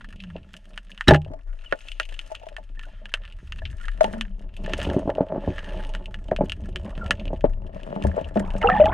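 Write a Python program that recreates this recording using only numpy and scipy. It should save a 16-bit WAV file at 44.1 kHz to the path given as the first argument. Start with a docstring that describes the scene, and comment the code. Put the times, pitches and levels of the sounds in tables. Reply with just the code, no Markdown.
"""A speargun fires under water beside a camera in a hard plastic housing; line, spear and fish are hauled in.
Ticks, thumps, rubbing and the tearing of spear and bands excite the resonant modes of the housing. Gun barrel
and steel shaft add decaying modes, further knocks ring a common set near 630 Hz; dragging adds held deep hums.
Moving water rocks the housing in narrow bands of deep noise, and bubbles ring as sliding sines, a few at first,
then thickly near the end."""
import sys
import numpy as np
from scipy import signal
from scipy.fft import next_fast_len
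from scipy.io import wavfile

SR = 44100
rng = np.random.default_rng(int(sys.argv[2]) if len(sys.argv) > 2 else 0)


def makeup_ratio(level_db):
    """Linear amplitude ratio for a level in decibels (20 dB per factor of ten)."""
    decades = np.asarray(level_db, float) / 20
    return 10 ** decades


def output_pcm(signal):
    """Save a mono or channel-first signal as 16-bit PCM at the path in sys.argv[1].

    Samples are clipped to [-1, 1] before scaling.
    """
    pcm = np.clip(np.atleast_2d(signal).T, -1, 1) * 32767
    wavfile.write(sys.argv[1], SR, np.round(pcm).astype(np.int16))


N = 393813


def level(x, db):
    """Normalization: scale a signal to a given rms level."""
    return x * makeup_ratio(db) / np.sqrt(np.mean(x ** 2))


def curves(table):
    """Linear interpolation: join each column after the time by straight lines, one value a sample."""
    s, *columns = np.transpose(table)
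    return [np.interp(np.arange(N) / SR, s, column) for column in columns]


def ring(x, hz, t60):
    """Damped resonance: a complex one-pole filter turns x into a decaying rotating pointer."""
    pole = np.exp((2j * np.pi * hz - np.log(1000) / t60) / SR)
    return signal.lfilter([1], [1, -pole], x)


def band(hz, width_hz):
    """Narrow-band noise: filtered white noise of rms 1, made a rotating pointer by the Hilbert transform."""
    edges_hz = [hz - width_hz / 2, hz + width_hz / 2]
    sos = signal.butter(2, edges_hz, "bandpass", fs=SR, output="sos")
    noise = level(signal.sosfilt(sos, rng.standard_normal(N)), 0)
    return signal.hilbert(noise, next_fast_len(N))[:N]


def spikes(s, gain, push_ms):
    """Impulsive excitation: blows at times s, where a softer contact pushes longer."""
    x = np.zeros(N)
    np.add.at(x, np.clip((np.asarray(s) * SR).astype(int), 0, N - 1), gain)
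    push = np.hanning(max(int(push_ms * SR / 1000), 1) + 2)
    return np.convolve(x, push / push.sum())[:N]


def grit(per_s, spread_db, hiss):
    """Granular noise: random clicks, a few much larger than the rest, over a smooth hiss; rms 1."""
    size = makeup_ratio(spread_db * np.minimum(rng.exponential(size=N), 4))
    size = size * (rng.random(N) < per_s / SR)
    clicks = level(size * rng.standard_normal(N), 0)
    return level(clicks + hiss * rng.standard_normal(N), 0)


def chatter(x, tail_ms, tail_db):
    """Repeated micro-impacts: loose parts add an exponentially fading noise after each blow."""
    fade = signal.lfilter([1], [1, -np.exp(-1000 / (tail_ms * SR))], x)
    return x + makeup_ratio(tail_db) * fade * rng.standard_normal(N)


def burst(s, rise_s, hold_s, t60):
    """Attack and exponential decay: a gain that swells from s, holds, then dies away."""
    t = np.arange(N) / SR - s
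    return np.clip(t / rise_s, 0, 1) * makeup_ratio(-60 * np.maximum(t - rise_s - hold_s, 0) / t60)


def gusts(per_s, spread_db):
    """Random modulation: a factor that wanders between random decibel values."""
    count = int(N / SR * per_s) + 2
    return makeup_ratio(spread_db * np.interp(np.arange(N) / SR * per_s, np.arange(count), rng.standard_normal(count)))


def lean(z, hz):
    """Level and phase differences: a vibration of this pitch as the left and right microphones feel it."""
    # how left differs from right: (frequency [Hz], louder [dB], earlier [rad])
    sides = [(30, 6, 0.27), (92.1, 3.5, 0.29), (205, -1, 0.85), (630, 6.5, 1.78), (1060, -11.5, 2),
             (1800, -4, 0.73), (2850, 4, 0.12), (5430, 1, 0.81), (12300, 16.5, 1.2)]
    f, db, lead = np.transpose(sides)
    # each side takes half the difference, with opposite signs
    half = np.array([[1], [-1]]) / 2
    db = np.interp(np.log(hz), np.log(f), db) * half
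    lead = np.interp(np.log(hz), np.log(f), lead) * half
    return (makeup_ratio(db) * np.exp(1j * lead) * z).imag


def water():
    """Low-frequency flow excitation: housing sways near one deep pitch, eddies wallow above, shoves swell both."""
    sway_hz, wallow_hz = 29.77, 72
    # steady motion: (time [s], sway level [dB], wallow level [dB])
    motion = [(0.0, -37, -59.5), (0.3, -42.5, -42.5), (0.9, -45, -72.5), (1.3, -40, -52), (1.6, -36, -71),
              (3.2, -38.5, -53), (3.73, -37, -32), (3.85, -28, -81), (4.05, -29.5, -40), (4.3, -34.5, -59),
              (4.9, -33.5, -30.5), (5.32, -38.5, -50.5), (5.6, -30.5, -45), (6.89, -37, -37),
              (7.54, -28.5, -37.5), (7.95, -39, -55.5), (8.32, -36, -35), (8.68, -28.5, -35),
              (8.93, -39.5, -27.5)]
    # hard shoves that set the water surging: (time [s], sway level [dB], wallow level [dB])
    surges = [(1.081, -36.5, -14), (5.468, -39, -21.5), (8.04, -20, -19.5)]
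    sway, wallow = makeup_ratio(np.array(curves(motion)))
    for s, sway_db, wallow_db in surges:
        swell = burst(s, rise_s=0.0046, hold_s=0, t60=0.19)
        sway = sway + makeup_ratio(sway_db) * swell
        wallow = wallow + makeup_ratio(wallow_db) * swell
    swaying = sway * lean(band(sway_hz, width_hz=8.96), sway_hz)
    return swaying + wallow * lean(band(wallow_hz, width_hz=40), wallow_hz)


def hums():
    """Friction-driven vibration: the largest panel holds a slightly wavering deep tone during each drag."""
    # drags: (time [s], level [dB], frequency [Hz], hold [s])
    drags = [(0.206, -38, 186, 0.12), (1.248, -33.5, 92.7, 0.023), (4.042, -32.5, 195.6, 0.026),
             (4.128, -31, 205, 0.068), (4.268, -38.5, 199, 0.026), (8.048, -23, 196, 0.016),
             (8.054, -15.5, 72, 0.011), (8.353, -20.5, 197, 0.037)]
    out = np.zeros((2, N))
    for s, db, hz, hold in drags:
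        gain = makeup_ratio(db) * burst(s, rise_s=0.017, hold_s=hold, t60=0.18) * gusts(per_s=65, spread_db=2.0)
        # here the wandering factor bends the pitch
        phase = 2 * np.pi * np.cumsum(hz * gusts(per_s=37, spread_db=0.64)) / SR
        out += lean(gain * np.exp(1j * phase), hz)
    return out


def bubbles():
    """Bubble resonance: each is a decaying, wavering sine of sliding pitch; tiny ones come in clouds."""
    # single bubbles: (time [s], level [dB], starting frequency [Hz], t60 [s])
    singles = [(1.66, -37.5, 3100, 0.055), (2.772, -41, 1810, 0.036), (2.812, -39, 1800, 0.041),
               (2.848, -40.5, 1520, 0.03), (3.619, -35.5, 1780, 0.022), (3.806, -38.5, 1470, 0.046),
               (3.846, -32, 1750, 0.018), (7.011, -32, 1444, 0.15), (8.614, -24.5, 2100, 0.035),
               (8.62, -20.5, 904, 0.14), (8.627, -19, 2850, 0.013), (8.636, -15, 1340, 0.033),
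               (8.642, -12.5, 444, 0.19), (8.645, -7.5, 810, 0.095), (8.673, -14.5, 2764, 0.019),
               (8.688, -7.5, 1310, 0.019), (8.692, -11, 733, 0.18), (8.716, -14, 1875, 0.046),
               (8.738, -25, 1800, 0.029), (8.738, -14, 822, 0.2), (8.755, -13.5, 860, 0.053),
               (8.773, -20, 1815, 0.028), (8.799, -2.5, 600, 0.17), (8.812, -31, 2000, 0.03),
               (8.812, -30, 3030, 0.015), (8.84, -33, 2020, 0.032), (8.856, -10, 858, 0.11),
               (8.857, -39, 2980, 0.013), (8.886, -33, 3240, 0.016)]
    # clouds of tiny bubbles: (start [s], end [s], loudest level [dB])
    clouds = [(6.845, 7.102, -36.5), (8.417, 8.592, -31), (8.61, 8.928, -16.5)]
    per_s, lowest_hz = 500, 600  # of the clouds
    still_hz, slide_octaves = 950, 0.2  # lower bubbles slide up, higher ones down, per octave away
    swarm = []
    for start, end, top_db in clouds:
        for when, faint, small in rng.random((int(per_s * (end - start)), 3)):
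            # smaller bubbles are higher, fainter and shorter
            swarm.append((start + when * (end - start), top_db - 12 * faint - 14 * small,
                          lowest_hz * 2 ** (2.6 * small), 0.035 * 2 ** (-2.5 * small)))
    out, t = np.zeros((2, N + SR)), np.arange(SR // 3) / SR
    for s, db, hz, t60 in [*singles, *swarm]:
        rise_ms = 0.5 * 2 ** (-db / 29)  # 29 dB fainter starts twice as slowly
        # the slide eases off, and neighbours jostle the pitch
        octaves = slide_octaves * np.log2(still_hz / hz) * (1 - np.exp(-t / 0.039))
        octaves = octaves + 0.03 * np.interp(t * 150, np.arange(64), rng.standard_normal(64))
        phase = 2 * np.pi * np.cumsum(hz * 2 ** octaves) / SR
        waver_db = 3 * np.interp(t * 180, np.arange(64), rng.standard_normal(64))
        fade = makeup_ratio(db + waver_db - 60 * (t / t60) ** 1.55) * (1 - np.exp(-1000 * t / rise_ms))
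        first = int(s * SR)
        out[:, first:first + len(t)] += lean(fade * np.exp(1j * phase), hz)
    return out[:, :N]


def knocks():
    """Modal excitation: further knocks, each rattling briefly and ringing a common set of modes in its own mix."""
    # modes rung by the further knocks: (frequency [Hz], level [dB], t60 [s])
    modes = [(634.5, 0, 0.067), (714, -13, 0.077), (870, -12.5, 0.09)]
    # the knocks: (time [s], level [dB])
    strikes = [(1.315, -36), (1.335, -30.5), (2.302, -35.5), (2.316, -28.5), (2.415, -43), (2.433, -32),
               (2.467, -32.5), (2.513, -47), (2.583, -30), (2.866, -40), (2.885, -39.5), (3.619, -33.5),
               (4.009, -11), (4.042, -12.5), (4.137, -29.5)]
    s, db = np.transpose(strikes)
    share = makeup_ratio(2 * rng.standard_normal((len(s), len(modes))))
    body = np.zeros((2, N))
    for k, (hz, mode_db, t60) in enumerate(modes):
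        blows = chatter(spikes(s, makeup_ratio(db) * share[:, k], push_ms=0.55), tail_ms=6.1, tail_db=-20)
        body += makeup_ratio(mode_db) * lean(ring(blows, hz, t60), hz)
    return signal.sosfilt(signal.butter(2, 450, "highpass", fs=SR, output="sos"), body)


def rushes():
    """Granular noise: dense, hissing grit swells over door and latch, the last a splash among the bubbles."""
    # swells, before the zone offsets: (time [s], level [dB], swell [s], hold [s])
    swells = [(4.646, -70, 0.13, 0.089), (5.334, -74, 0.17, 0.3), (7.71, -83.5, 0.068, 0.42),
              (8.592, -75.5, .03, 0.16)]
    gain = sum(makeup_ratio(db) * burst(s, swell, hold, t60=0.61) for s, db, swell, hold in swells)
    return gain * gusts(per_s=25, spread_db=2.5) * grit(per_s=1000, spread_db=3.5, hiss=0.6)


def rubbing():
    """Frictional excitation: scraping drives panels and walls; crackle and rushes drive door, latch and clips."""
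    # rubbing and flow, before the zone offsets:
    # (time [s], largest panel level [dB], walls level [dB], door, latch and clips level [dB])
    strength = [(0.0, -49.5, -73.5, -53.5), (0.84, -53, -68.5, -61), (1.07, -56, -86, -49),
                (1.19, -45.5, -57.5, -66.5), (1.49, -71, -70.5, -67.5), (1.94, -71.5, -67.5, -51),
                (2.81, -57.5, -71, -60), (3.95, -55.5, -66, -56.5), (4.15, -45.5, -45.5, -44.5),
                (4.33, -53, -68.5, -68), (4.87, -35.5, -39, -46), (5.25, -43, -50, -60),
                (5.65, -44, -45, -54.5), (6.1, -44.5, -58, -60), (7.0, -35, -53, -56),
                (7.65, -46.5, -59, -68), (8.0, -36.5, -41, -54.5), (8.32, -44, -56, -63),
                (8.45, -36.5, -51, -54.5), (8.93, -25, -36.5, -62.5)]
    deep_db, walls_db, door_db = curves(strength)
    scrape = gusts(per_s=25, spread_db=4) * grit(per_s=200, spread_db=2.5, hiss=0.4)
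    snaps = gusts(per_s=6, spread_db=3) * grit(per_s=75, spread_db=2.5, hiss=0)
    fizz = 0.7 * gusts(per_s=9, spread_db=4) * rng.standard_normal(N)
    rub = [makeup_ratio(deep_db - 22.5) * scrape, makeup_ratio(walls_db - 25.0) * scrape]
    rush = rushes()
    for offset_db, rush_db in [(-22, 3.0), (-23.0, 0), (-36.5, -19.5)]:  # door, latch, clips
        # each snap reaches each zone with its own strength
        uneven = snaps * makeup_ratio(5 * rng.standard_normal(N))
        crackle = level(chatter(uneven, tail_ms=7, tail_db=-19) + fizz, 0)
        rub.append(makeup_ratio(door_db + offset_db) * crackle + makeup_ratio(rush_db) * rush)
    return rub


def tearing():
    """Stick-slip excitation: spear and bands tear along the barrel in short bursts of grit."""
    # bursts, before the zone offsets: (time [s], level [dB], hold [s])
    tears = [(1.071, -19.5, 0.03), (1.105, -14, 0.0021), (1.132, -19.5, 0.019)]
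    gain = sum(makeup_ratio(db) * burst(s, rise_s=0.0047, hold_s=hold, t60=0.036) for s, db, hold in tears)
    return gain * grit(per_s=900, spread_db=2.5, hiss=0.7)


def housing():
    """Modal superposition: each blow lands on another spot, so it rings each mode with its own strength."""
    # housing modes, t60 as when nothing touches it: (frequency [Hz], level [dB], t60 [s])
    modes = [(197.2, -1.5, 0.086), (280, 4, 0.083), (360.8, -2, 0.13), (465, -3.5, 0.081),
             (575.6, 8.5, 0.051), (627.6, 8.5, 0.072), (860, -2.5, 0.1), (900, -0.5, 0.0084),
             (1429, -3, 0.016), (1730, 5.5, 0.012), (1790, -12, 0.0053), (2737, 4.5, 0.0093),
             (2923, 4.5, 0.011), (3092, -2.5, 0.014), (3320, -12.5, 0.014), (3560, -11.5, 0.0044),
             (4930, 22.5, 0.00057), (5396, 1, 0.0037), (6460, 5.5, 0.0053), (7620, 14.5, 0.0011),
             (8700, 5, 0.0038), (10800, -6.5, 0.0042)]
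    # upper limits [Hz] of deep panels, walls, door and latch; small clips lie above
    zone_tops_hz = [430, 1000, 2250, 4400]
    # hard ticks of buckles and line, before zone offsets:
    # (time [s], latch and clips level [dB], door level [dB])
    ticks = [(0.238, -28, -33.5), (0.54, -28, -31), (0.7767, -19.5, -21.5), (0.8958, -42, -43),
             (0.917, -29, -54), (0.9769, -28, -42), (1.0091, -18.5, -18), (1.0805, -8, -13),
             (1.084, -3.5, -8), (1.0879, -9.5, -1), (1.1089, -13.5, -6), (1.1364, -18, -22),
             (1.146, -13, -12), (1.16, -20, -39), (1.218, -34, -49), (1.248, -35.5, -46), (1.7247, -21, -6),
             (1.8852, -22, -38), (1.9178, -20.5, -67.5), (1.9989, -7, -11), (2.143, -28, -42),
             (2.1917, -17, -32), (2.3516, -20, -34.5), (2.4878, -29, -36), (2.5657, -24, -24),
             (2.7938, -27, -34), (3.056, -24.5, -33), (3.1395, -7.5, -12), (3.252, -31, -38),
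             (3.5223, -22, -24.5), (3.7008, -39, -59), (3.883, -25.5, -23.5), (4.008, -32, -13.5),
             (4.0433, -16.5, -18), (4.136, -58, -24.5), (4.2107, -9.5, -20.5), (4.662, -24, -29),
             (4.6952, -29, -35), (4.7351, -11, -15.5), (4.8159, -17, -21.5), (4.9001, -23, -25),
             (4.935, -49, -26), (5.1012, -27, -27), (5.1517, -28, -40), (5.582, -27, -22.5),
             (5.591, -26.5, -33), (5.6443, -29.5, -32), (5.775, -33, -55), (5.8374, -28.5, -27.5),
             (5.938, -26.5, -33), (5.9499, -20, -24), (6.058, -26, -48), (6.143, -23, -28),
             (6.3137, -61, -25.5), (6.3632, -17.5, -24.5), (6.4968, -17, -29.5), (6.52, -13.5, -24),
             (6.7591, -14.5, -23), (6.978, -31.5, -31), (7.062, -26, -33), (7.1082, -2, -3.5),
             (7.2549, -28, -65.5), (7.409, -32, -40), (7.833, -30.5, -57), (8.024, -24, -56),
             (8.1153, -49, -31.5), (8.192, -35, -44), (8.3725, -27.5, -21), (8.5045, -28.5, -38),
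             (8.6172, -26, -21), (8.6277, -33, -22), (8.6998, -25.5, -9), (8.8572, -18.5, -41.5)]
    # soft thumps of hand, fish and gun, before zone offsets:
    # (time [s], walls level [dB], deep panels level [dB])
    thumps = [(0.356, -30.5, -34), (1.087, -14, -2), (1.109, 0, -10), (1.15, -14.5, -25), (1.262, -36, -44),
              (1.305, -40, -31.5), (1.724, -16, -28.5), (1.999, -30, -47), (3.428, -55, -38),
              (3.14, -30.5, -60), (4.009, -32, -33), (4.041, -21.5, -23), (4.134, -40, -38),
              (4.647, -53, -22), (4.678, -23.5, -68), (4.734, -30, -22), (4.788, -24.5, -57),
              (4.87, -31, -16.5), (4.89, -19, -18), (4.912, -23, -17), (4.943, -22.5, -24),
              (4.964, -16.5, -5.5), (4.995, -34, -43), (5.055, -35, -23.5), (5.075, -17.5, -11.5),
              (5.093, -12.5, -53), (5.182, -16.5, -45), (5.206, -12, -5.5), (5.224, -27, -41),
              (5.335, -41, -25), (5.359, -17, -19.5), (5.378, -32, -20.5), (5.475, -14.5, -15),
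              (5.492, -35, -19), (6.316, -12.5, -15), (6.387, -25, -36), (6.408, -5.5, -9.5),
              (6.435, -28, -15.5), (6.686, -36.5, -28), (7.108, -23.5, -27.5), (7.304, -26.5, -27),
              (7.33, -19.5, -20), (7.441, -7.5, -8.5), (8.048, -15, -12), (8.168, -20.5, -46),
              (8.178, -15, -36), (8.212, -27, -23), (8.358, -16.5, -37), (8.364, -18, -16),
              (8.374, -19.5, -18.5), (8.401, -22, -22.5), (8.44, -33, -28), (8.616, -32, -40)]
    tick, thump = np.array(ticks), np.array(thumps)
    deepest_hz = 230  # only the largest panel, below this, takes the deepest rubbing
    grip = 0.5  # a hand or body in contact shortens the struck ring of panels and walls to this share
    # one value per zone: deep panels, walls, door, latch, clips
    blow_db = [thump[:, 2] - 4, thump[:, 1] - 4, tick[:, 2] - 8, tick[:, 1] - 14, tick[:, 1] - 32]
    rattle_db = [-29.0, -51.5, -23.0, -36.0, -54.5]
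    floors_hz = [110, 380, 800, 2000, 3800]
    roofs_hz = [900, 2000, 3600, 5200, 19000]
    rub, rattle = rubbing(), tearing()
    zones = np.searchsorted(zone_tops_hz, np.array(modes)[:, 0])
    share = makeup_ratio(2.2 * rng.standard_normal((len(tick) + len(thump), len(modes))))
    parts = np.zeros((len(rub), 2, N))
    for k, (hz, db, t60) in enumerate(modes):
        zone = zones[k]
        if zone < 2:
            blows = spikes(thump[:, 0], makeup_ratio(blow_db[zone]) * share[len(tick):, k], push_ms=1.4)
            blows = chatter(blows, tail_ms=12.2, tail_db=-32)
        else:
            blows = spikes(tick[:, 0], makeup_ratio(blow_db[zone]) * share[:len(tick), k], push_ms=0.05)
            blows = chatter(blows, tail_ms=6.8, tail_db=-23.5)
        struck = ring(blows + makeup_ratio(rattle_db[zone]) * rattle, hz, t60 * (grip if zone < 2 else 1))
        # the rubbing wanders over the surface, so each mode swells on its own
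        wander = gusts(per_s=4, spread_db=3) * gusts(per_s=40, spread_db=3.5)
        rubbed = ring(wander * rub[max(zone, int(hz > deepest_hz))], hz, t60)
        parts[zone] += makeup_ratio(db) * lean(struck + rubbed, hz)
    # parts radiate little below and above their own pitches
    out = np.zeros((2, N))
    for floor_hz, roof_hz, part in zip(floors_hz, roofs_hz, parts):
        sos = signal.butter(2, [floor_hz, roof_hz], "bandpass", fs=SR, output="sos")
        out += signal.sosfilt(sos, part)
    return out


def barrel():
    """Modal excitation: the jolts of the shot, bands slapping home and recoil, ring the gun body."""
    # barrel modes: (frequency [Hz], level [dB], t60 [s])
    modes = [(83, -6.5, 0.38), (150.8, 2.5, 0.26), (378.3, 6.5, 0.06), (621.4, -5, 0.18), (815, 0, 0.1064)]
    # jolts: (time [s], upper modes level [dB], deep modes level [dB])
    jolts = [(1.084, -8.5, -19.5), (1.109, -13, -20), (1.124, -11.5, -10), (1.152, -22.5, -24),
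             (1.173, -37, -33.5)]
    s, upper_db, deep_db = np.transpose(jolts)
    out = np.zeros(N)
    for hz, mode_db, t60 in modes:
        jolt_db = deep_db if hz < 200 else upper_db
        out += makeup_ratio(mode_db) * ring(spikes(s, makeup_ratio(jolt_db), push_ms=0.7), hz, t60).imag
    return out


def spear():
    """Modal impulse response: the steel shaft, struck during the shot, rings briefly and roughly."""
    # steel shaft modes: (frequency [Hz], level [dB], t60 [s])
    modes = [(3900, -9, 0.024), (5420, -16.5, .035)]
    struck_s = 1.082  # the shaft is struck
    strike = chatter(spikes([struck_s], 0.84, push_ms=0), tail_ms=4, tail_db=-20.5)
    return sum(makeup_ratio(db) * ring(strike, hz, t60).imag for hz, db, t60 in modes)


def scene():
    """Linear superposition: all sources add at the two microphones."""
    return water() + hums() + bubbles() + knocks() + housing() + barrel() + spear()


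def width():
    """Time-varying mid-side balance: the stereo width opens quickly, holds and closes slowly."""
    # moments when left and right come apart: (time [s], share [0-1], hold [s], closing [s])
    openings = [(1.208, 1., 0.96, 1.11), (3.563, 1., 0.39, 0.87), (6.265, 0.16, 0.026, 0.61),
                (7.343, 0.86, 0.78, 0.86)]
    t = np.arange(N) / SR
    wide = np.full(N, 0.016)  # nearly mono at rest
    for s, share, hold, closing in openings:
        opening = 1 - np.exp(-np.maximum(t - s, 0) / 0.11)
        wide += share * opening * np.clip(1 - (t - s - hold) / closing, 0, 1)
    return np.clip(wide, 0, 1)


def roll_off(x):
    """The treble ends steeply here."""
    return signal.sosfilt(signal.butter(12, 15800, fs=SR, output="sos"), x)


def record(dry):
    """Low-pass transmission, mid-side mixing and clipping: ports, microphone fades and converter in turn."""
    # the sealed ports dull the top
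    dulled = signal.sosfilt(signal.butter(2, 10100, fs=SR, output="sos"), dry)
    # the camera fades between summed and separate microphones
    mid = dulled.mean(axis=0)
    wide = mid + width() * (dulled - mid)
    # the converter clips the shot
    clipped = np.clip(wide, -1, 1)
    return roll_off(clipped)


dry = scene()
out = record(dry)
output_pcm(out)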